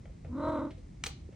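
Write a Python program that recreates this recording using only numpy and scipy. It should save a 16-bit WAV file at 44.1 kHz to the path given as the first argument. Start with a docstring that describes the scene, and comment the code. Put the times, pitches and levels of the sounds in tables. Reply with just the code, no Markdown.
"""First comes the low rumble of a quiet room, with soft pats as a cat walks up over a wooden floor.
A few dull bumps come through the boards. The cat gives one low, closed-mouth trill: pulses from its
throat ring in throat and nose, flutter about forty times a second and brighten with effort.
Then something small and hard clicks twice close by, and the paws pat again."""
import sys
import numpy as np
from scipy import signal
from scipy.fft import rfft, irfft
from scipy.io import wavfile

SR = 44100
rng = np.random.default_rng(int(sys.argv[2]) if len(sys.argv) > 2 else 0)


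def dump_mix(stems):
    """Bounce the given channels to the path in sys.argv[1] as a 16-bit WAV at rate SR."""
    frames = np.atleast_2d(stems).T  # one column per channel
    limited = np.clip(frames, -1, 1)  # hard clip at full scale
    pcm = np.round(limited * 32767).astype(np.int16)
    wavfile.write(sys.argv[1], SR, pcm)


N = 59535

# colour of the room's rumble and hiss (frequency [Hz], relative level [dB])
ROOM_COLOUR = [(25, -8.5), (40, -3.5), (60, -4.5), (78, -0.5), (115, -7.5), (150, -6.5), (210, -14.5),
               (320, -20), (450, -29), (700, -38), (1100, -42.5), (1600, -45), (2100, -40), (2800, -47),
               (4000, -48), (6200, -49), (9500, -55.5), (11000, -72.5)]
# how much of that sound differs between the ears (frequency [Hz], relative level [dB])
ROOM_WIDTH = [(40, -25.5), (120, -22), (300, -6.5), (800, 6), (2500, -9), (9000, 1.5)]
# echo of the walls (band [Hz], time to fade by 60 dB [s], relative level [dB])
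ECHO_BANDS = [(154, .3, -7.5), (396, 0.31, 5), (930, 0.25, 3.5), (2380, 0.31, -5), (4000, 0.34, -1.5),
              (7730, 0.18, -1.5), (14900, 0.073, 4.5)]
# dull bumps through the floor (time [s], level [dB], pitch [Hz])
FLOOR_BUMPS = [(0.246, -36, 82.4), (0.291, -32, 77.5), (0.468, -37, 76), (0.814, -36.5, 66.95),
               (1.083, -45, 86.7)]
# paw steps (time [s], level [dB], decay [s], tilt [dB/octave], thud pitch [Hz], thud over scuff [dB])
PAW_STEPS = [(.053, -47.5, 0.0045, -3, 580, 0), (0.094, -62.5, 0.01, -9, 527, 10),
             (.246, -49, 0.013, -4, 650, -1), (0.705, -53.5, 0.013, 4, 388.3, 4),
             (0.777, -67.5, 0.015, 13.5, 498, 15.5), (1.289, -58, 0.0033, -12, 386, 17),
             (1.323, -61.5, 0.013, 0.5, 494, -8)]
# colour of a paw on the boards (frequency [Hz], relative level [dB])
SCUFF_COLOUR = [(100, -17), (350, -12.5), (600, 6.5), (900, -16), (1500, -9.5), (2400, -8), (5000, -24),
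                (8000, -36.5), (11000, -54), (14000, -80)]
# contacts of the double click (time [s], level [dB], decay [s], tilt [dB/octave], relative ring [dB])
CONTACTS = [(1.0377, -37.5, 0.0017, 0, -11), (1.0389, -27.5, 0.002, -0.5, -23),
            (1.046, -41, 0.00099, -7, -19), (1.0606, -36.5, 0.0059, 0.5, -29),
            (1.0642, -37.5, 0.0047, -5, -12), (1.0658, -31, 0.0042, 3, -32)]
# colour of the click as heard, with a narrow gap near 12 kHz (frequency [Hz], relative level [dB])
HEARD_CLICK_COLOUR = [(200, -6), (500, -2), (1150, 0), (1700, 0), (2400, 6), (3100, 5), (4600, 2.5),
                      (5700, -1.5), (6600, -1.5), (8500, -3.5), (10300, -12), (12000, -56), (14000, -13),
                      (15500, -11)]
# ringing tones of the hard thing (pitch [Hz], relative level [dB], time to fade by 60 dB [s])
RING_TONES = [(1197, -6.5, 0.075), (1510, -26, 0.026), (2330, 14, 0.028), (2540, -16, 0.012),
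              (2840, 11, 0.05), (3197, 10.5, 0.026), (6040, 17.5, 0.011), (7400, -26, 0.034)]
# tune of the trill (time [s], pitch [Hz])
TRILL_PITCH = [(.28, 247), (.325, 255.6), (.35, 269.7), (.375, 302.3), (.41, 300.7), (.445, 316.7),
               (.485, 321.3), (.53, 320.1), (.57, 308), (.597, 278.5), (.625, 310), (.65, 307.1),
               (.675, 289.8), (.702, 336.6)]
# the hum, the voice's lowest tone (time [s], level [dB])
HUM_LEVEL = [(.27, -72.5), (.295, -48), (.315, -41.5), (.355, -33.5), (.41, -37.5), (.49, -36.5),
             (.55, -35), (.63, -35), (.675, -39), (.7, -47), (.72, -63.5)]
# the overtones above the hum, which grow with effort (time [s], level [dB])
OVERTONE_LEVEL = [(.29, -70), (.34, -53), (.37, -46.5), (.425, -37.5), (.48, -34), (.55, -37), (.58, -36.5),
                  (.635, -41), (.665, -47), (.698, -51), (.72, -76)]
# how throat and nose colour the overtones (frequency [Hz], relative level [dB])
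THROAT_COLOUR = [(450, -3), (620, 4), (780, -16.5), (940, -0.5), (1230, -6), (1500, -12), (1740, -29),
                 (1950, -20.5), (2600, -32.5), (3400, -25.5), (3750, -19.5), (4000, -19.5), (4400, -39),
                 (8500, -35)]
# the voice bouncing off floor and cabinet (delay [s], relative level [dB])
NEAR_ECHOES = [(.0064, -25.5), (0.0126, -18)]

# the flutter has this rate at FLUTTER_CREST_S and slows steadily
FLUTTER_HZ, FLUTTER_SLOWS_HZ_PER_S, FLUTTER_CREST_S = 41.34, 22, .501
FLAP_PITCH_DROP, FLAP_DIP_DB, DIP_LEAD_S = .21, -1.5, .0013
JITTER, SHIMMER_DB = .013, 1.8  # random wobble of pitch and of level
PULSE_SPREAD, PULSE_TOP_HZ = .318, 2330  # the spread smears each pulse over its cycle
RASP_DB, RATTLE_DB = -9, -45
WHISTLE_S, WHISTLE_HZ, WHISTLE_WIDTH_HZ, WHISTLE_DB = .414, 4020, 100, -58.5
KNOCK_S, KNOCK_HZ, KNOCK_DB = 1.064, 465, -43


def undb(db):
    """Turn decibels into a number to multiply by."""
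    return 10 ** (np.asarray(db) / 20)


def unit(x):
    """Scale a sound to an average (rms) strength of 1."""
    return x / np.sqrt(np.mean(x ** 2))


def curve(table, t):
    """Join (time, value) rows with straight lines."""
    return np.interp(t, *np.array(table).T)


def gain_at(table, hz):
    """Read the gain at any frequency from a colour table."""
    f, db = np.array(table).T
    return undb(np.interp(np.log(np.maximum(hz, 1)), np.log(f), db))


def shape(x, gain):
    """Turn each frequency f up or down by gain(f)."""
    hz = np.arange(N + 1) * SR / (2 * N) + 1e-3
    return irfft(rfft(x, 2 * N) * gain(hz), 2 * N)[..., :N]


def noise(table, tilt_db=0):
    """Coloured noise; a tilt above zero makes it brighter."""
    white = rng.standard_normal(N)
    return unit(shape(white, lambda f: gain_at(table, f) * undb(tilt_db * np.log2(f.clip(100) / 1000))))


def band(x, centre_hz, width_hz):
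    """Keep the frequencies near a centre, at strength 1."""
    return unit(shape(x, lambda f: np.exp(-((f - centre_hz) / width_hz) ** 2)))


def wobble(rate_hz):
    """A smooth random wobble, mostly slower than the rate."""
    return band(rng.standard_normal(N), 0, rate_hz)


def burst(t, attack_s, decay_s):
    """Rise quickly from t = 0, then die away."""
    return np.clip(t / attack_s, 0, 1) * np.exp(-np.maximum(t - attack_s, 0) / decay_s)


def resonate(x, table):
    """Pass a sound through a hollow space that rings on after each pulse."""
    # the cepstrum gives a filter of this colour that rings only after a pulse, never before
    cepstrum = irfft(np.log(gain_at(table, np.arange(N + 1) * SR / (2 * N))))
    return shape(x, lambda f: np.exp(rfft(2 * cepstrum[:N], 2 * N) - cepstrum[0]))


def in_room(x, t, echo_db, gap_s=.003, left_lag_s=.000032):
    """Sound reaches the left ear a little late, and the walls add a soft echo."""
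    hz, fade_s, db = np.array(ECHO_BANDS).T
    white, tail = rng.standard_normal((2, N)), 0
    for k, only_this_band in enumerate(np.eye(len(hz))):
        hiss = shape(white, lambda f: np.interp(np.log(f), np.log(hz), only_this_band))
        tail = tail + hiss * undb(db[k]) * burst(t - gap_s, gap_s, fade_s[k] / np.log(1000))
    echo = signal.fftconvolve(x[None], unit(tail) / np.sqrt(N), axes=1)[:, :N]
    left = shape(x, lambda f: np.exp(-2j * np.pi * f * left_lag_s))
    return np.array([left, x]) + undb(echo_db) * echo


def room_tone(level_db=-47, waver_db=.5):
    """A wavering rumble, alike in both ears, under a faint wide hiss."""
    middle = noise(ROOM_COLOUR)
    rumble = shape(middle, lambda f: 1 / (1 + (f / 250) ** 4))
    middle = middle + rumble * (undb(waver_db * wobble(24)) - 1)
    side = shape(noise(ROOM_COLOUR), lambda f: gain_at(ROOM_WIDTH, f))
    ears = np.array([middle + side, middle - side])
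    return undb(level_db) * shape(ears, lambda f: 1 / (1 + (f / 11000) ** 20))


def bumps(t):
    """Soft, deep bumps come through the floor, the same in both ears."""
    return sum(undb(db) * burst(t - start, .024, .01) * np.sin(2 * np.pi * hz * (t - start))
               for start, db, hz in FLOOR_BUMPS)


def paws(t):
    """Each step is a scuff and a short thud of the board under it."""
    scuffs, thuds = 0, 0
    for start, db, decay_s, tilt_db, thud_hz, thud_db in PAW_STEPS:
        press = undb(db) * burst(t - start, .0024, decay_s)
        scuffs = scuffs + press * noise(SCUFF_COLOUR, tilt_db)
        thuds = thuds + press * undb(thud_db) * np.sin(2 * np.pi * thud_hz * (t - start))
    return in_room(scuffs, t, echo_db=-4) + thuds


def double_click(t, width=.089):
    """A sharp snap, then a rougher catch with a hollow knock; each contact cracks and rings briefly."""
    knock = undb(KNOCK_DB) * burst(t - KNOCK_S, .006, .008) * np.sin(2 * np.pi * KNOCK_HZ * (t - KNOCK_S))
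    middle, side = 0, 0
    for start, db, decay_s, tilt_db, ring_db in CONTACTS:
        age = np.maximum(t - start, 0)
        crack = burst(age, .00056, decay_s)
        ring = sum(undb(tone_db) * np.sin(2 * np.pi * hz * age) * undb(-60 * age / fade_s)
                   for hz, tone_db, fade_s in RING_TONES)
        middle = middle + undb(db) * (crack * noise(HEARD_CLICK_COLOUR, tilt_db) + undb(ring_db) * ring)
        side = side + undb(db) * crack * noise(HEARD_CLICK_COLOUR, tilt_db)
    return in_room(middle, t, echo_db=-6) + width * np.array([side, -side]) + knock


def flap(t):
    """The throat flaps between open (0) and briefly shut (1)."""
    since_crest = t - FLUTTER_CREST_S
    cycles = FLUTTER_HZ * since_crest - FLUTTER_SLOWS_HZ_PER_S * since_crest ** 2 / 2
    return np.abs(np.sin(np.pi * cycles)) ** 5.2


def throat_buzz(phase):
    """The throat pulses once a cycle, and air rasps in time with it."""
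    pulses = unit(sum(np.cos(k * phase - PULSE_SPREAD * k ** 2) for k in range(2, 32)))
    pulses = shape(pulses, lambda f: 1 / (1 + (f / PULSE_TOP_HZ) ** 6))
    air = rng.standard_normal(N) * (1 + .33 * np.cos(phase)) * undb(2 * wobble(110))
    air = unit(shape(air, lambda f: 1 / (1 + (750 / f) ** 4) / (1 + (f / 10000) ** 12)))
    return pulses + undb(RASP_DB) * air


def whistle(t):
    """A faint, high whistle starts partway through the trill and fades."""
    hiss = band(rng.standard_normal(N), WHISTLE_HZ, WHISTLE_WIDTH_HZ)
    return hiss * undb(WHISTLE_DB) * burst(t - WHISTLE_S, .0044, .075)


def trill(t):
    """The cat hums; each flap in its throat drags the pitch down and softens the voice for a moment."""
    flap_time = t + .001 * wobble(28.8)  # the flaps come a little unevenly
    overtone_gain = undb(curve(OVERTONE_LEVEL, t))
    effort = overtone_gain / overtone_gain.max()
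    pitch_drop = FLAP_PITCH_DROP * effort ** .15 * flap(flap_time)
    hz = curve(TRILL_PITCH, t) * (1 - pitch_drop + JITTER * wobble(234))
    phase = 2 * np.pi * np.cumsum(hz) / SR
    shut = flap(flap_time + DIP_LEAD_S)  # the level dips just before the pitch
    flutter = undb(FLAP_DIP_DB * shut + SHIMMER_DB * wobble(170))
    hum = unit(np.sin(phase) * flutter) * undb(curve(HUM_LEVEL, t))
    overtones = unit(resonate(throat_buzz(phase) * flutter, THROAT_COLOUR)) * overtone_gain
    taps = shut ** 2 * undb(1.7 * wobble(66))
    rattle = band(taps, centre_hz=140, width_hz=60) * undb(RATTLE_DB) * effort
    start, end = HUM_LEVEL[0][0], HUM_LEVEL[-1][0]
    fade = np.clip(np.minimum(t - start, end - t) / .01, 0, 1)
    voice = (hum + overtones + rattle + whistle(t)) * fade
    bounces = sum(undb(db) * np.interp(t - delay, t, voice) for delay, db in NEAR_ECHOES)
    return in_room(voice + bounces, t, echo_db=-17.5)


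def scene():
    """Trill, paws, bumps and clicks in the quiet room."""
    t = np.arange(N) / SR
    return trill(t) + paws(t) + bumps(t) + double_click(t) + room_tone()


def record(dry):
    """Take away the deepest bass and the highest treble."""
    thin = signal.sosfilt(signal.butter(6, 32, "high", fs=SR, output="sos"), dry)
    return signal.sosfilt(signal.ellip(8, .2, 80, 15900, fs=SR, output="sos"), thin)


dry = scene()
out = record(dry)
dump_mix(out)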